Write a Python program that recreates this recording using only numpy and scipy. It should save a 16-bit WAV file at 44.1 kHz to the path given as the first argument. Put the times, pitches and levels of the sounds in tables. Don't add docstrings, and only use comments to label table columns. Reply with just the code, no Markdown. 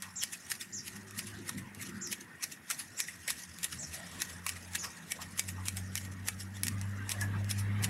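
import sys
import numpy as np
from scipy import signal
from scipy.fft import rfft, irfft, next_fast_len
from scipy.io import wavfile
from scipy.ndimage import uniform_filter1d, map_coordinates

SR = 44100
rng = np.random.default_rng(int(sys.argv[2]) if len(sys.argv) > 2 else 0)


def file_out(sig):
    cols = np.atleast_2d(sig).T
    lim = np.clip(cols, -1, 1)
    pcm = np.round(lim * 32767).astype(np.int16)
    wavfile.write(sys.argv[1], SR, pcm)


N = 347949


def amp(db):
    return 10 ** (np.asarray(db) / 20)


def unit(x):
    return x / np.sqrt(np.mean(x ** 2) + 1e-20)


def along(points, hz):
    f, v = np.transpose(points)
    return np.interp(np.log(hz + 1), np.log(f + 1), v)


def curves(rows):
    s, *cols = np.transpose(rows)
    return [np.interp(np.arange(N) / SR, s, c) for c in cols]


def wobble(rate_hz, size=N):
    knots = rng.standard_normal(int(size * rate_hz / SR) + 4)
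    return map_coordinates(knots, [np.arange(size) * rate_hz / SR])


def add(track, s, sound):
    at = round(s * SR) + np.arange(len(sound))
    inside = (at >= 0) & (at < N)
    track[at[inside]] += sound[inside]


def centred_time():
    return np.arange(SR // 3) / SR - 1 / 6


def add_bump(track, s, height, half_length_s):
    t = centred_time()
    add(track, s + t[0], height * np.exp(-(t / half_length_s) ** 2))


def filtered(x, response):
    m = 2 * next_fast_len(N // 2 + SR // 4)
    return irfft(rfft(x, m) * response(np.fft.rfftfreq(m, 1 / SR)), m)[:N]


def coloured(x, points):
    def response(hz):
        cepstrum = irfft(np.log(amp(along(points, hz))))
        half = len(cepstrum) // 2
        return np.exp(rfft(np.r_[cepstrum[0], 2 * cepstrum[1:half], np.zeros(half)]))
    return filtered(x, response)


def patchy(patchy_db, order):
    z = signal.stft(rng.standard_normal(N), nperseg=order)[2]
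    across_hz = uniform_filter1d(rng.standard_normal(z.shape), size=5, axis=0)
    field = uniform_filter1d(across_hz, size=6, axis=1)
    return unit(signal.istft(z * amp(patchy_db * unit(field)), nperseg=order)[1][:N])


def shifting_noise(spectrum, patchy_db):
    return unit(coloured(patchy(patchy_db, order=1024), spectrum))


def grit(rate_hz, depth_db, patchy_db):
    bursts_db = depth_db * np.tanh(wobble(rate_hz) / 2) * 2.1
    return unit(patchy(patchy_db, order=384) * amp(bursts_db))


# (frequency [Hz], relative level [dB])
AIR_SPECTRUM = [(300, -29), (900, -27), (1450, 2.5), (1900, 2), (2300, -9), (3100, -9.5), (6000, -29.5),
                (15000, -3.5)]


def air(level_db):
    return amp(level_db) * shifting_noise(AIR_SPECTRUM, patchy_db=2.0)


# (time [s], exhaust rumble level [dB], tyre and air rush level [dB]), before trims
ROAD_LEVELS = [(0, -65.5, -65.5), (.6, -67, -67), (1.35, -59.5, -59.5), (1.95, -58.5, -61),
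               (2.5, -66.5, -63), (3.6, -65, -65), (4.1, -64, -59), (5.1, -63.5, -59.5), (5.7, -59, -61.5),
               (6.6, -58, -59.5), (7.25, -55, -52), (7.6, -55.5, -55), (7.89, -48.5, -49)]
# (frequency [Hz], relative level [dB])
RUMBLE_SPECTRUM = [(20, -30), (45, -40), (80, 0), (125, 0.5), (160, 3.5), (250, 0), (330, -11.5),
                   (480, -17.5), (900, -38), (2500, -78)]
# (frequency [Hz], relative level [dB])
RUSH_SPECTRUM = [(100, -22.5), (400, -3), (700, -3.5), (1200, -0.5), (1700, 0), (2400, -7.5), (3300, -10.5),
                 (6000, -26), (15000, -23)]


def road(rumble_db, rush_db, lumps_db):
    low_db, high_db = curves(ROAD_LEVELS)
    rumble_gain = amp(low_db + rumble_db + lumps_db * wobble(16))
    rumble = rumble_gain * shifting_noise(RUMBLE_SPECTRUM, patchy_db=2.5)
    rush = amp(high_db + rush_db) * shifting_noise(RUSH_SPECTRUM, patchy_db=4.0)
    return rumble + rush


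# (time [s], mean pitch [Hz], level [dB])
FAR_ENGINE_TRACK = [(0, 365, -79.5), (.7, 371, -66), (1.0, 372.4, -62.5), (1.22, 360, -67.5),
                    (1.4, 341.6, -55), (1.65, 331, -67.5), (1.9, 352, -57), (2.15, 355, -59.5),
                    (2.35, 331.6, -70), (2.8, 330, -73)]
# (frequency [Hz], relative level [dB])
FAR_BLUR_SPECTRUM = [(110, -30), (160, -7), (200, 6), (255, -1.5), (350, -4.5), (430, -26), (900, -60)]


def far_engine(waver, flutter_db, blur_db):
    mean_hz, level_db = curves(FAR_ENGINE_TRACK)
    hz = mean_hz * (1 + waver * wobble(40))
    line = amp(flutter_db * wobble(16)) * np.sin(2 * np.pi * np.cumsum(hz) / SR)
    blur = amp(blur_db) * shifting_noise(FAR_BLUR_SPECTRUM, patchy_db=6.5)
    return amp(level_db) * (line + blur)


# (time [s], mean firing rate [Hz])
FIRING_RATE = [(0, 92), (.6, 95), (1.1, 103.5), (1.9, 98), (2.8, 83), (3.8, 85), (4.25, 89.6), (4.9, 86.7),
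               (5.6, 94), (6.2, 95.3), (6.75, 98.5), (7.6, 100.7), (7.89, 103)]
# (time [s], level [dB])
DRONE_LEVEL = [(0, -58), (.45, -68), (.58, -75), (.78, -54.5), (1.45, -50.5), (2.0, -60), (2.25, -74.5),
               (3.0, -70), (3.8, -56.5), (4.75, -50.5), (4.9, -60), (5.35, -51.5), (5.6, -41.5), (6.3, -46),
               (6.66, -44.5), (6.75, -36), (7.1, -43.5), (7.25, -35.5), (7.89, -34)]
REFERENCE_DB, OCTAVE_DB, OCTAVE_FOLLOWS = -37, -48, 0.63


def motorbike(first_db, second_db, half_db, third_db, flutter_db):
    (hz,), (drone_db,) = curves(FIRING_RATE), curves(DRONE_LEVEL)
    octave_db = OCTAVE_DB + OCTAVE_FOLLOWS * (drone_db - REFERENCE_DB)
    far = np.clip((-41 - drone_db) / 14, .1, 1.3)
    phase = 2 * np.pi * np.cumsum(hz * (1 + 0.0387 * far * wobble(25))) / SR
    orders = ((.5, drone_db + half_db + 4 * wobble(11)),
              (1, drone_db + first_db + far * (flutter_db * wobble(18) - 3.5)),
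              (2, octave_db + second_db + flutter_db * (0.13 + far / 2) * wobble(22)),
              (3, octave_db + third_db + flutter_db * wobble(12)))
    return np.sqrt(2) * sum(amp(db) * np.sin(order * phase) for order, db in orders)


DIP_DB, DIP_AFTER_S, DIP_HALF_LENGTH_S = -4.5, 0.012, 0.031


def dips():
    db = np.zeros(N)
    for s, *_ in SNIP_EVENTS:
        add_bump(db, s + DIP_AFTER_S, DIP_DB, DIP_HALF_LENGTH_S)
    return amp(db)


# (time [s], level before trims [dB], pitch scale of the glides [Hz], length [s])
CHIRP_EVENTS = [(.156, -37, 7900, 0.066), (0.724, -38.5, 7540, 0.075), (2.010, -38.5, 7640, 0.067),
                (2.968, -40, 7940, 0.06), (3.784, -39.5, 8140, 0.068), (4.779, -40, 7180, 0.079),
                (5.83, -58, 7100, .075)]


def bird(level_db, second_db, waver):
    out = np.zeros(N)
    for s, db, scale_hz, length_s in CHIRP_EVENTS:
        u = np.linspace(0, 1, int(length_s * SR))
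        swell = np.interp(u, [0, .22, .6, .88, 1], [0.19, 0.86, 0.5, 0.61, 0.43])
        lower = np.interp(u, [0, .13, .24, .55, 1], [.63, .74, 0.93, .77, .63])
        upper = np.interp(u, [0, .22, .55, 1], [.9, 0.98, .87, .7])
        for glide, voice_db in ((lower, 0), (upper, second_db)):
            hz = scale_hz * glide * (1 + waver * wobble(494, len(u)))
            tone = np.sin(2 * np.pi * np.cumsum(hz) / SR)
            add(out, s, amp(db + level_db + voice_db) * swell * tone)
    return out


# (time [s], level before trim [dB], starting pitch [Hz], length [s])
PEEP_EVENTS = [(6.999, -45, 1600, 0.045), (7.213, -32.5, 1740, 0.025), (7.329, -45, 1607, 0.026)]


def peeps(level_db, sag):
    out = np.zeros(N)
    for s, db, start_hz, length_s in PEEP_EVENTS:
        u = np.linspace(0, 1, int(length_s * SR))
        hz = start_hz * (1 - sag * u + 0.016 * wobble(300, len(u)))
        tone = np.sin(2 * np.pi * np.cumsum(hz) / SR)
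        add(out, s, amp(db + level_db) * np.sin(np.pi * u) * tone)
    return out


# (time [s], level [dB])
RUSTLE_LEVEL = [(0, -61), (.7, -61.5), (1.4, -61), (1.65, -72), (1.95, -61.5), (2.4, -70.5), (2.9, -59),
                (3.25, -57.5), (3.9, -56.5), (4.25, -55), (4.4, -59), (4.7, -57), (5.0, -62), (5.25, -60),
                (6.1, -63), (6.9, -64), (7.89, -69.5)]
# (time [s], level before trim [dB])
SWISH_EVENTS = [(0.471, -53), (1.04, -62), (1.86, -57), (4.91, -63), (6.13, -61), (6.57, -59)]
# (frequency [Hz], gain [dB])
GRASS_SPECTRUM = [(300, -9.5), (1000, -1.5), (3200, 0.5), (5500, 4), (9000, 2), (15000, -4)]
SWISH_HALF_LENGTH_S = 0.016
TOSS_DB, TOSS_AFTER_S, TOSS_HALF_LENGTH_S = -61, 0.039, 0.023
CRACKS_PER_S = 70


def grass(level_db, crackle_db):
    rustle_db, = curves(RUSTLE_LEVEL)
    motion = amp(rustle_db)
    for s, *_ in SNIP_EVENTS:
        add_bump(motion, s + TOSS_AFTER_S, amp(TOSS_DB), TOSS_HALF_LENGTH_S)
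    for s, db in SWISH_EVENTS:
        add_bump(motion, s, amp(db), SWISH_HALF_LENGTH_S)
    brushing = grit(rate_hz=190, depth_db=2.5, patchy_db=4.0) * amp(2.5 * wobble(40))
    cracks = (rng.random(N) < CRACKS_PER_S / SR) * rng.standard_normal(N)
    stems = coloured(brushing + amp(crackle_db) * unit(cracks), GRASS_SPECTRUM)
    return amp(level_db) * motion * unit(stems)


# (time [s], level before trim [dB], resonance [Hz], length [s])
KNOCK_EVENTS = [(.01, -50.5, 1070, 0.13), (.02, -48, 3400, 0.041), (0.864, -63, 3760, .025),
                (1.251, -49, 3640, 0.046), (1.34, -53, 3940, 0.094), (1.489, -41, 1190, 0.02),
                (1.898, -50, 1450, 0.22), (3.795, -51.5, 625, 0.069), (3.924, -52.5, 670, .2),
                (3.9, -54, 3300, 0.57), (4.462, -35, 1170, 0.013), (4.825, -43.5, 1127, 0.075),
                (5.185, -44, 1100, 0.062), (5.566, -46.5, 1050, 0.076), (7.209, -46, 920, 0.049),
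                (7.33, -43.5, 1220, .06)]
PIVOT_HZ, PIVOT_SPREAD, PIVOT_DB, PIVOT_S = 2730, 0.14, -14, 0.05


def knocks(level_db, sharpness):
    out = np.zeros(N)
    pivot = []
    for s, _, _, pause_s, open_db in SNIP_EVENTS:
        hz = PIVOT_HZ * np.exp(PIVOT_SPREAD * rng.standard_normal())
        pivot.append((s + pause_s - OPENING[1] / 2, open_db + PIVOT_DB, hz, PIVOT_S))
    for s, db, hz, length_s in [*KNOCK_EVENTS, *pivot]:
        u = np.linspace(0, 1, int(length_s * SR))
        b, a = signal.iirpeak(hz, sharpness, fs=SR)
        once = signal.lfilter(b, a, rng.standard_normal(len(u)))
        burst = signal.lfilter(b, a, once)
        add(out, s, amp(db + level_db) * np.sin(np.pi * u ** 0.63) * unit(burst))
    return out


# (frequency [Hz], gain [dB])
EDGE_RESPONSE = [(500, -19.5), (1800, -13.5), (3200, -2.5), (5500, 0.5), (9000, 1), (15000, 1)]
# (frequency [Hz], gain [dB])
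BODY_RESPONSE = [(150, -43), (500, -18), (1000, -10), (1700, -1), (2500, 1), (3600, -5), (7000, -27),
                 (15000, -46)]
# (frequency [Hz], relative level [dB], t60 [s])
BLADE_MODES = [(2280, 4, 0.089), (2620, 2.5, 0.062), (4030, -7, 0.046), (5028, -9, 0.066),
               (6900, -12, 0.071), (8150, 10, 0.075), (10500, 2, 0.12)]


def steel(edge_force, body_force, ring_db):
    t = np.arange(SR // 5) / SR
    ring = sum(amp(db - 60 * t / t60_s) * np.sin(2 * np.pi * hz * t) for hz, db, t60_s in BLADE_MODES)
    ringing = amp(ring_db) * signal.fftconvolve(edge_force, ring)[:N]
    return coloured(edge_force, EDGE_RESPONSE) + coloured(body_force, BODY_RESPONSE) + ringing


# (time the blades shut [s], closing scrape level [dB], clack level [dB],
#         pause until they reopen [s], reopening scrape level [dB]); levels before trims
SNIP_EVENTS = [(0.2359, -32, -29.5, 0.096, -36), (0.5173, -31.5, -32.5, 0.096, -37.5),
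               (.882, -39.5, -43, 0.082, -46.5), (1.1918, -35, -35.5, 0.08, -43.5),
               (1.4938, -37.5, -34.5, 0.09, -43.5), (1.827, -38, -48, 0.064, -45.5),
               (2.128, -33, -32.5, 0.083, -46.5), (2.44, -32, -33.5, 0.081, -41),
               (2.7118, -35.5, -30, .085, -36), (3.0029, -32.5, -28, 0.081, -39.5),
               (3.3044, -36, -28.5, 0.089, -43.5), (3.644, -29, -30, 0.084, -37.5),
               (3.949, -37.5, -55, .09, -58), (4.2199, -34, -28, 0.079, -43.5),
               (4.4926, -40, -30, 0.075, -45.5), (4.7547, -30.5, -29.5, 0.089, -36.5),
               (5.12, -38, -30, .1, -39), (5.3949, -31, -26.5, 0.094, -38), (5.684, -42, -29.5, 0.089, -40),
               (5.978, -36, -39, 0.073, -45.5), (6.2853, -33.5, -27.5, 0.12, -40.5),
               (6.6826, -47, -30, .1, -56), (7.1187, -35.5, -30.5, 0.097, -40),
               (7.5127, -32.5, -31.5, 0.077, -37.5), (7.844, -30.5, -29.5, .085, -43.5)]
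# (time [s], click level [dB], scrape level [dB]); levels before trims
TICK_EVENTS = [(0.0223, -38.5, -42), (1.1093, -46, -60), (1.7483, -47.5, -58), (2.073, -43.5, -58),
               (2.7019, -34, -37), (3.2784, -35.5, -34.5), (3.5867, -45, -54), (4.4655, -27.5, -44),
               (5.654, -58, -43.5), (5.77, -38.5, -50), (5.9546, -30, -60), (6.6341, -26.5, -39.5),
               (6.6688, -32, -57), (6.814, -42.5, -50), (7.0931, -33, -41), (7.2128, -36, -48),
               (7.445, -49, -66)]
# (relative body level [dB], rise over the last 20 dB [s], fall over the first 20 dB [s])
CLOSING, OPENING, AFTER_TICK = (-4, 0.021, 0.022), (-6.5, 0.021, 0.04), (-4, 0.0017, 0.052)
BRISK_DB, SLOWER_DB = -30.5, 8.5


def scrapes():
    body_db, rise_s, fall_s = CLOSING
    for s, db, _, pause_s, open_db in SNIP_EVENTS:
        yield s, db, body_db, rise_s * 2 ** ((BRISK_DB - db) / SLOWER_DB), fall_s
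        yield (s + pause_s, open_db, *OPENING)
    for s, _, db in TICK_EVENTS:
        yield (s + AFTER_TICK[1], db, *AFTER_TICK)


def strokes(edge_db, body_db, curve):
    t, edge, body = centred_time(), np.zeros(N), np.zeros(N)
    for s, db, low_db, rise_s, fall_s in scrapes():
        swell = amp(db - 20 * np.maximum(-t / rise_s, t / fall_s) ** curve)
        add(edge, s + t[0], swell)
        add(body, s + t[0], swell * amp(low_db))
    stems = grit(rate_hz=500, depth_db=1.5, patchy_db=4.0)
    handles = grit(rate_hz=250, depth_db=1, patchy_db=5.5)
    return steel(amp(edge_db) * edge * stems, amp(body_db) * body * handles, ring_db=-54)


STEMS_PER_SNIP, STEM_LEAD_S, STEM_DB, STEM_SPREAD_DB = 3, .02, -5, 13.5
REBOUND_S, REBOUND_DB = 0.0047, -10


def contacts():
    for s, scrape_db, db, _, _ in SNIP_EVENTS:
        for early, thin in rng.random((STEMS_PER_SNIP, 2)):
            yield s - STEM_LEAD_S * early, scrape_db + STEM_DB - STEM_SPREAD_DB * (thin + early) / 2
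        yield s, db
        yield s + REBOUND_S * (.5 + rng.random()), db + REBOUND_DB
    for s, db, _ in TICK_EVENTS:
        yield s, db


CHATTER_T60_S = 0.0093


def clacks(edge_db, body_db, snap):
    t, edge, body = np.arange(SR // 20) / SR, np.zeros(N), np.zeros(N)
    for s, db in contacts():
        force = rng.standard_normal((2, len(t))) * amp(-60 * t / CHATTER_T60_S)
        force[0, 0] = snap
        force *= amp(db) * np.sqrt(SR // 250) / np.linalg.norm(force, axis=1, keepdims=True)
        add(edge, s, force[0])
        add(body, s, force[1])
    return steel(amp(edge_db) * edge, amp(body_db) * body, ring_db=-48.5)


# (frequency [Hz], t60 [s])
YARD_DECAY = [(200, 0.6), (2000, 0.18), (6000, 0.23), (14000, 0.31)]


def yard(x):
    hz, t, z = signal.stft(rng.standard_normal(SR // 2), SR, nperseg=256)
    decay = amp(-60 * t / along(YARD_DECAY, hz)[:, None])
    tail = signal.istft(z * decay, SR, nperseg=256)[1]
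    delayed = np.pad(tail, (SR // 150, 0))
    return signal.fftconvolve(x, delayed / np.linalg.norm(tail))[:N]


def scene():
    bike = motorbike(first_db=0.77, second_db=0, half_db=-23.5, third_db=-21, flutter_db=4.5)
    traffic = bike * dips()
    traffic += far_engine(waver=0.0257, flutter_db=3, blur_db=5)
    traffic += road(rumble_db=5.5, rush_db=2.02, lumps_db=2.5)
    birds = bird(level_db=-2.5, second_db=2.5, waver=0.0182) + peeps(level_db=0.5, sag=0.026)
    shears = strokes(edge_db=1.5, body_db=7.5, curve=0.86)
    shears += clacks(edge_db=3, body_db=-1, snap=4.4)
    shears += knocks(level_db=-5.0, sharpness=2.54)
    echoes = amp(-19) * yard(shears) + amp(-3.5) * yard(birds)
    rustling = grass(level_db=3, crackle_db=-15.5)
    return (air(level_db=-58.5) + traffic + birds + rustling + shears + echoes)[None]


# (frequency [Hz], gain [dB])
PORT_COLOUR = [(800, 0), (1550, 0), (2150, 2), (2750, 1.5), (3150, -2), (3800, -0.5), (4500, -2.5),
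               (5400, 2), (8300, -0.5), (9450, 1.5), (9950, -6), (10800, 5), (12800, -9), (15300, -16.5)]
# (centre [Hz], width [Hz], level [dB])
PORT_RESONANCE = (1870, 90, 3.5)
TOP_HZ = 15750


def record(dry):
    centre_hz, width_hz, ring_db = PORT_RESONANCE

    def port(hz):
        damping = 1j * hz * width_hz
        ring = amp(ring_db) * damping / (centre_hz ** 2 - hz ** 2 + damping)
        return (1 + ring) * (hz < TOP_HZ)
    return filtered(coloured(dry[0], PORT_COLOUR), port)[None]


dry = scene()
out = record(dry)
file_out(out)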